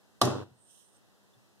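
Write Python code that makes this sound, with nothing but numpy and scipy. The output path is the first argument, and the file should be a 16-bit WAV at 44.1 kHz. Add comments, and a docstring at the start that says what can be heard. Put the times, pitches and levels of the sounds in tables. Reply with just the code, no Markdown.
"""A sharp snap comes first: a homemade spot welder sparks, its metal arms ring and the wooden bench thuds.
The transformer buzzes for the fifth of a second that the current flows, and a small room echoes.
A faint high rustle and a few soft touches follow over the room's steady background noise.
An automatic volume control dips after the snap and turns quiet sounds down further."""
import sys
import numpy as np
from scipy import signal
from scipy.fft import rfft, irfft, next_fast_len
from scipy.io import wavfile
from scipy.ndimage import uniform_filter1d, minimum_filter1d

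SR = 44100
rng = np.random.default_rng(int(sys.argv[2]) if len(sys.argv) > 2 else 0)


def master_out(mix):
    """Clip the mix to full scale and print it as 16-bit PCM to the path in sys.argv[1]."""
    frames = np.transpose(np.atleast_2d(mix))
    ceiling = np.clip(frames, -1, 1)
    pcm = np.round(ceiling * 32767).astype(np.int16)
    wavfile.write(sys.argv[1], SR, pcm)


N = 70560  # 1.6 s


# Levels in the tables are relative. A "tone" table says how strong each frequency is.
# the spark's cracks, then the weld's later spits: t/s, level/dB
CRACKS = [(0.2146, -7), (0.2163, -2.5), (0.2206, -7.5), (.2211, -21.5)]
SPITS = [(.2490, -38), (.2528, -28)]
# tone of a crack's pop, of its sizzle and of a spit: f/Hz, level/dB
POP_TONE = [(60, -46), (250, -15.5), (700, 3), (1150, 4), (1900, -23), (4000, -17), (7000, -25.5),
            (10000, -22.5), (16000, -31)]
SIZZLE_TONE = [(1000, -21.5), (2500, -7), (3900, 6.5), (5800, 2), (7000, -12), (10200, -6.5), (12500, -19),
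               (16000, -25.5)]
SPIT_TONE = [(2000, -27), (4000, 0.5), (5800, 5.5), (8000, -6), (11000, -4.5), (15500, -17)]

def spark():
    """Each crack shoves the air, making a pop with a short sizzle; then the weld spits."""
    kicks = np.zeros(N)
    for start, db in CRACKS:
        kicks[round(start * SR)] += amp(db + 16.5)
    pops = filtered(kicks, lambda hz: amp(along(POP_TONE, hz)), causal=True)
    sizzle = amp(-12) * puffs(CRACKS, SIZZLE_TONE, fade_s=.014)
    spits = puffs(SPITS, SPIT_TONE, fade_s=.027)
    return pops + pan(right_db=5) * (sizzle + spits)


# notes of the arms: f/Hz, level/dB, fade/s (a fade is the time to drop by 60 dB)
ARM_NOTES = [(360, -23, .1), (614, -29, .06), (709, -19, 0.091), (786, -23, 0.092), (832, -22, .1),
             (1167, -15, .055), (1383, -36, .15), (3395, -38.5, 0.12), (3850, -27.5, .07),
             (5020, -36.5, .06), (5770, -35, 0.16)]

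def electrode_arms():
    """The strongest crack sets the welder's metal arms ringing."""
    strongest_s, _ = max(CRACKS, key=lambda row: row[1])
    return ring(ARM_NOTES, strongest_s, rise_s=.0003)


# notes of the bench: f/Hz, level/dB, fade/s
BENCH_NOTES = [(127.2, -19.5, .42), (251.7, -32.5, 0.57), (335, -28, 0.23), (378.5, -26.5, .3),
               (398.5, -26.5, .3), (440.5, -33.5, .36), (541.4, -38, .4), (597, -24, .3), (617, -36, .25),
               (716, -31.5, 0.23), (716, -31.5, .25), (834, -33, .35), (1109, -33.5, .3)]
# jolts of the welder's frame: t/s, level/dB
JOLTS = [(.2715, -29.5), (.2770, -32)]
# tone of a jolt: f/Hz, level/dB
JOLT_TONE = [(70, -27), (150, -2.5), (260, 1), (420, 2.5), (800, -11), (1200, -4), (1800, -27.5),
             (5000, -59.5), (15000, -74)]

def bench():
    """The wooden bench thuds from the kick, and the current jolts the frame standing on it."""
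    thud = ring(BENCH_NOTES, start=.218, rise_s=.018)
    return thud + puffs(JOLTS, JOLT_TONE, fade_s=.16)


# tone of the rattling frame: f/Hz, level/dB
RATTLE_TONE = [(70, -21.5), (170, -5.5), (320, 8.5), (700, -8), (1350, -7), (1900, -26.5), (3600, -19.5),
               (6000, -42.5), (15000, -75)]

def transformer():
    """While current flows, the core hums and the frame rattles, twice per cycle of the mains power."""
    on_s, off_s, release_s = .222, .42, .041
    mains_hz, sag_db_per_s = 50, 33
    t = since(on_s)
    current = strike(on_s, rise_s=.003, fade_s=60 / sag_db_per_s)
    current *= np.exp(-since(off_s) / release_s)
    pull = np.sin(2 * np.pi * 2 * mains_hz * t)
    hum = amp(-36.5) * pull
    rattle = noise(RATTLE_TONE) * (1 + .77 * pull)
    rattle *= amp(-31 - 16 * t)  # fades faster than the hum
    return current * (hum + rattle)


# tone of the echo: f/Hz, level/dB
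ECHO_TONE = [(40, -33), (90, -5.5), (200, 2), (400, -1), (750, 0.5), (1200, -9.5), (1700, -18),
             (2800, -17.5), (3800, -15), (5600, -16), (7500, -19), (10500, -24), (13500, -31),
             (15500, -41.5)]
# how long the echo lasts: f/Hz, fade/s
ECHO_FADES = [(100, .75), (400, 0.44), (1200, .5), (4000, .46), (9000, .35), (15000, .23)]

def room_echo():
    """The room answers the snap with a wash of noise; each frequency dies at its own speed."""
    start, rise_s = .218, .003
    hz, t, bands = signal.stft(noise(ECHO_TONE), SR, nperseg=256)
    fade = amp(-60 * np.maximum(t - start, 0) / along(ECHO_FADES, hz)[:, None])
    tail = signal.istft(bands * fade, SR, nperseg=256)[1][:, :N]
    rise = 1 - np.exp(-since(start) / rise_s)
    return amp(-23) * tail * rise


# how the hiss and its thin high ring swell and fade: t/s, level/dB
HISS_SWELL = [(.52, -99.5), (.65, -82), (.70, -65.5), (.80, -64.5), (.86, -72), (.92, -78.5), (.96, -75),
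              (1.02, -92.5)]
SHEEN_SWELL = [(.5, -94), (.58, -75), (.61, -68.5), (.71, -65.5), (.81, -69), (.88, -70.5), (.92, -76),
               (.97, -72.5), (1.02, -100)]
# tone of the hiss: f/Hz, level/dB
HISS_TONE = [(1800, -27.5), (2600, -10), (3100, 1.5), (4000, -5.5), (4700, -12.5), (5400, -1.5), (6250, 0),
             (7200, -6.5), (9500, 1.5), (11500, -7.5), (14500, -14), (16000, -25.5)]

def rustle():
    """A faint hiss comes and goes, with a sheen: a narrow band of high, ringing noise."""
    sheen_hz, width_hz = 8590, 900
    swell = lambda rows: amp(np.interp(since(0), *np.transpose(rows)))
    peak = lambda hz: 1 / (1 + (2 * (hz - sheen_hz) / width_hz) ** 2)
    sheen = swell(SHEEN_SWELL) * unit(filtered(rng.standard_normal((2, N)), peak))
    hiss = swell(HISS_SWELL) * noise(HISS_TONE)
    return amp(10) * pan(right_db=7) * (hiss + sheen)


# touches on the bench and the tool: t/s, f/Hz, level/dB, fade/s
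TOUCHES = [(0.507, 125, -50, 0.15), (1.335, 3520, -56, 0.047), (1.360, 122, -61, 0.17)]

def touches():
    """Two soft bumps and a small tick each ring one short note."""
    notes = sum(ring([note], start, rise_s=.0052) for start, *note in TOUCHES)
    return amp(7.5) * notes


# tone of the background: f/Hz, level/dB
BACKGROUND_TONE = [(35, -18.5), (70, -1), (120, 1), (165, -2.5), (200, 4), (235, -4.5), (400, -4.5),
                   (1100, -11), (1700, -12.5), (1880, -13.5), (2100, -17.5), (3600, -16.5), (6000, -19.5),
                   (13000, -26.5), (15500, -31)]
# how alike its left and right are: f/Hz, likeness (1 the same, -1 opposite)
BACKGROUND_LIKENESS = [(60, -0.81), (150, -0.9), (380, -.05), (950, 0.99), (1900, -.45), (3000, 0),
                       (15000, 0.18)]

def background():
    """Soft, even room noise and a weak electrical drone."""
    drone_hz = 198.5
    drone = np.sin(2 * np.pi * drone_hz * since(0))
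    return amp(-58.5) * noise(BACKGROUND_TONE, BACKGROUND_LIKENESS) + amp(-75.5) * drone


# how alike left and right are in the other noises: f/Hz, likeness
USUAL_LIKENESS = [(100, .8), (300, -0.22), (1400, .85), (3000, -.15), (7000, -0.34), (15000, 0)]

def noise(tone, likeness=USUAL_LIKENESS):
    """Stereo noise with the given tone and an average power of 1."""
    def gains(hz):
        spread = np.arccos(np.clip(along(likeness, hz), -1, 1)) / 2
        return amp(along(tone, hz)) * [np.cos(spread), np.sin(spread)]
    mid, side = filtered(rng.standard_normal((2, N)), gains)
    return unit(np.array([mid + side, mid - side]))


def puffs(events, tone, fade_s):
    """Short puffs of noise that start sharply."""
    return noise(tone) * sum(amp(db) * strike(start, .00014, fade_s) for start, db in events)


def ring(notes, start, rise_s):
    """A struck object: pure notes start together and each dies away."""
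    t = np.arange(SR // 2) / SR
    wave = sum(amp(db - 60 * t / fade_s) * np.sin(2 * np.pi * hz * t) for hz, db, fade_s in notes)
    wave *= 1 - np.exp(-t / rise_s)
    return np.pad(wave, (round(start * SR), N))[:N]


def strike(start, rise_s, fade_s):
    """A loudness curve that rises and dies away."""
    t = since(start)
    return (1 - np.exp(-t / rise_s)) * amp(-60 * t / fade_s)


def filtered(x, gain, causal=False):
    """Turn each frequency up or down; if causal, nothing rings ahead of the sound."""
    size = 2 * next_fast_len(N // 2 + 4096)
    response = gain(np.fft.rfftfreq(size, 1 / SR))
    if causal:  # move the early ringing to after the sound (minimum phase)
        cepstrum = irfft(np.log(np.maximum(response, 1e-6)))
        cepstrum[1:size // 2] *= 2
        cepstrum[size // 2 + 1:] = 0
        response = np.exp(rfft(cepstrum))
    return irfft(rfft(x, size) * response, size)[..., :N]


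def amp(db):
    """Turn decibels into a multiplier."""
    return np.exp(np.maximum(db, -300) * np.log(10) / 20)


def unit(x):
    """Scale to an average power of 1."""
    return x / np.sqrt(np.mean(x ** 2) + 1e-20)


def along(table, hz):
    """Read between a table's rows, on a pitch-like scale."""
    freqs, values = np.transpose(table)
    return np.interp(np.log(hz + 1), np.log(freqs + 1), values)


def since(start):
    """Seconds since a moment, zero before it."""
    return np.maximum(np.arange(N) / SR - start, 0)


def pan(right_db):
    """Left and right multipliers that make the right louder by right_db."""
    return amp(np.array([[-right_db], [right_db]]) / 2)


def scene():
    """The weld, then the small sounds after it, over the background."""
    weld = spark() + electrode_arms() + bench() + transformer() + room_echo()
    return weld + rustle() + touches() + background()


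# bands that sound wide: f/Hz, half width/Hz, level kept in the middle/dB
WIDE_BANDS = [(2303, 218, -18), (4530, 150, -9)]

def widen(x):
    """In two narrow bands the middle moves to the sides, so left and right oppose each other."""
    def kept(hz):
        dips_db = sum(db * np.exp(-((hz - centre) / width) ** 4) for centre, width, db in WIDE_BANDS)
        return np.minimum(amp(dips_db), 1)
    mid, side = (x[0] + x[1]) / 2, (x[0] - x[1]) / 2
    side = side + filtered(mid, lambda hz: np.sqrt(1 - kept(hz) ** 2))
    mid = filtered(mid, kept, causal=True)
    return np.array([mid + side, mid - side])


def volume_control(x):
    """Turn quiet sound down, and hold the volume lower for a while after a loud peak."""
    loud_db, quiet_db, softness_db, hold_s = -25.5, -42, 2, .64
    power = uniform_filter1d(np.mean(x ** 2, axis=0), size=500)
    level_db = 10 * np.log10(np.abs(power) + 1e-12)
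    # a soft step from 0.25 below the limit to 1.25 above it
    above = lambda limit_db: (1.5 + np.tanh((level_db - limit_db) / softness_db / 2)) / 2
    hold = 2 * round(hold_s * SR / 2) + 1
    dip_db = minimum_filter1d(-3 * above(loud_db), hold, origin=hold // 2, mode="nearest")
    hush_db = -7.5 * (1 - above(quiet_db))
    return x * amp(uniform_filter1d(dip_db, size=1000) + hush_db)


def record(dry):
    """Widen the sound, cut the deep bass, control the volume and cut the highest treble."""
    bottom_hz, top_hz = 78, 15800
    bass_cut = signal.butter(5, bottom_hz, "highpass", fs=SR, output="sos")
    x = volume_control(signal.sosfilt(bass_cut, widen(dry)))
    return filtered(x, lambda hz: 1 / (1 + (hz / top_hz) ** 100))


dry = scene()
out = record(dry)
master_out(out)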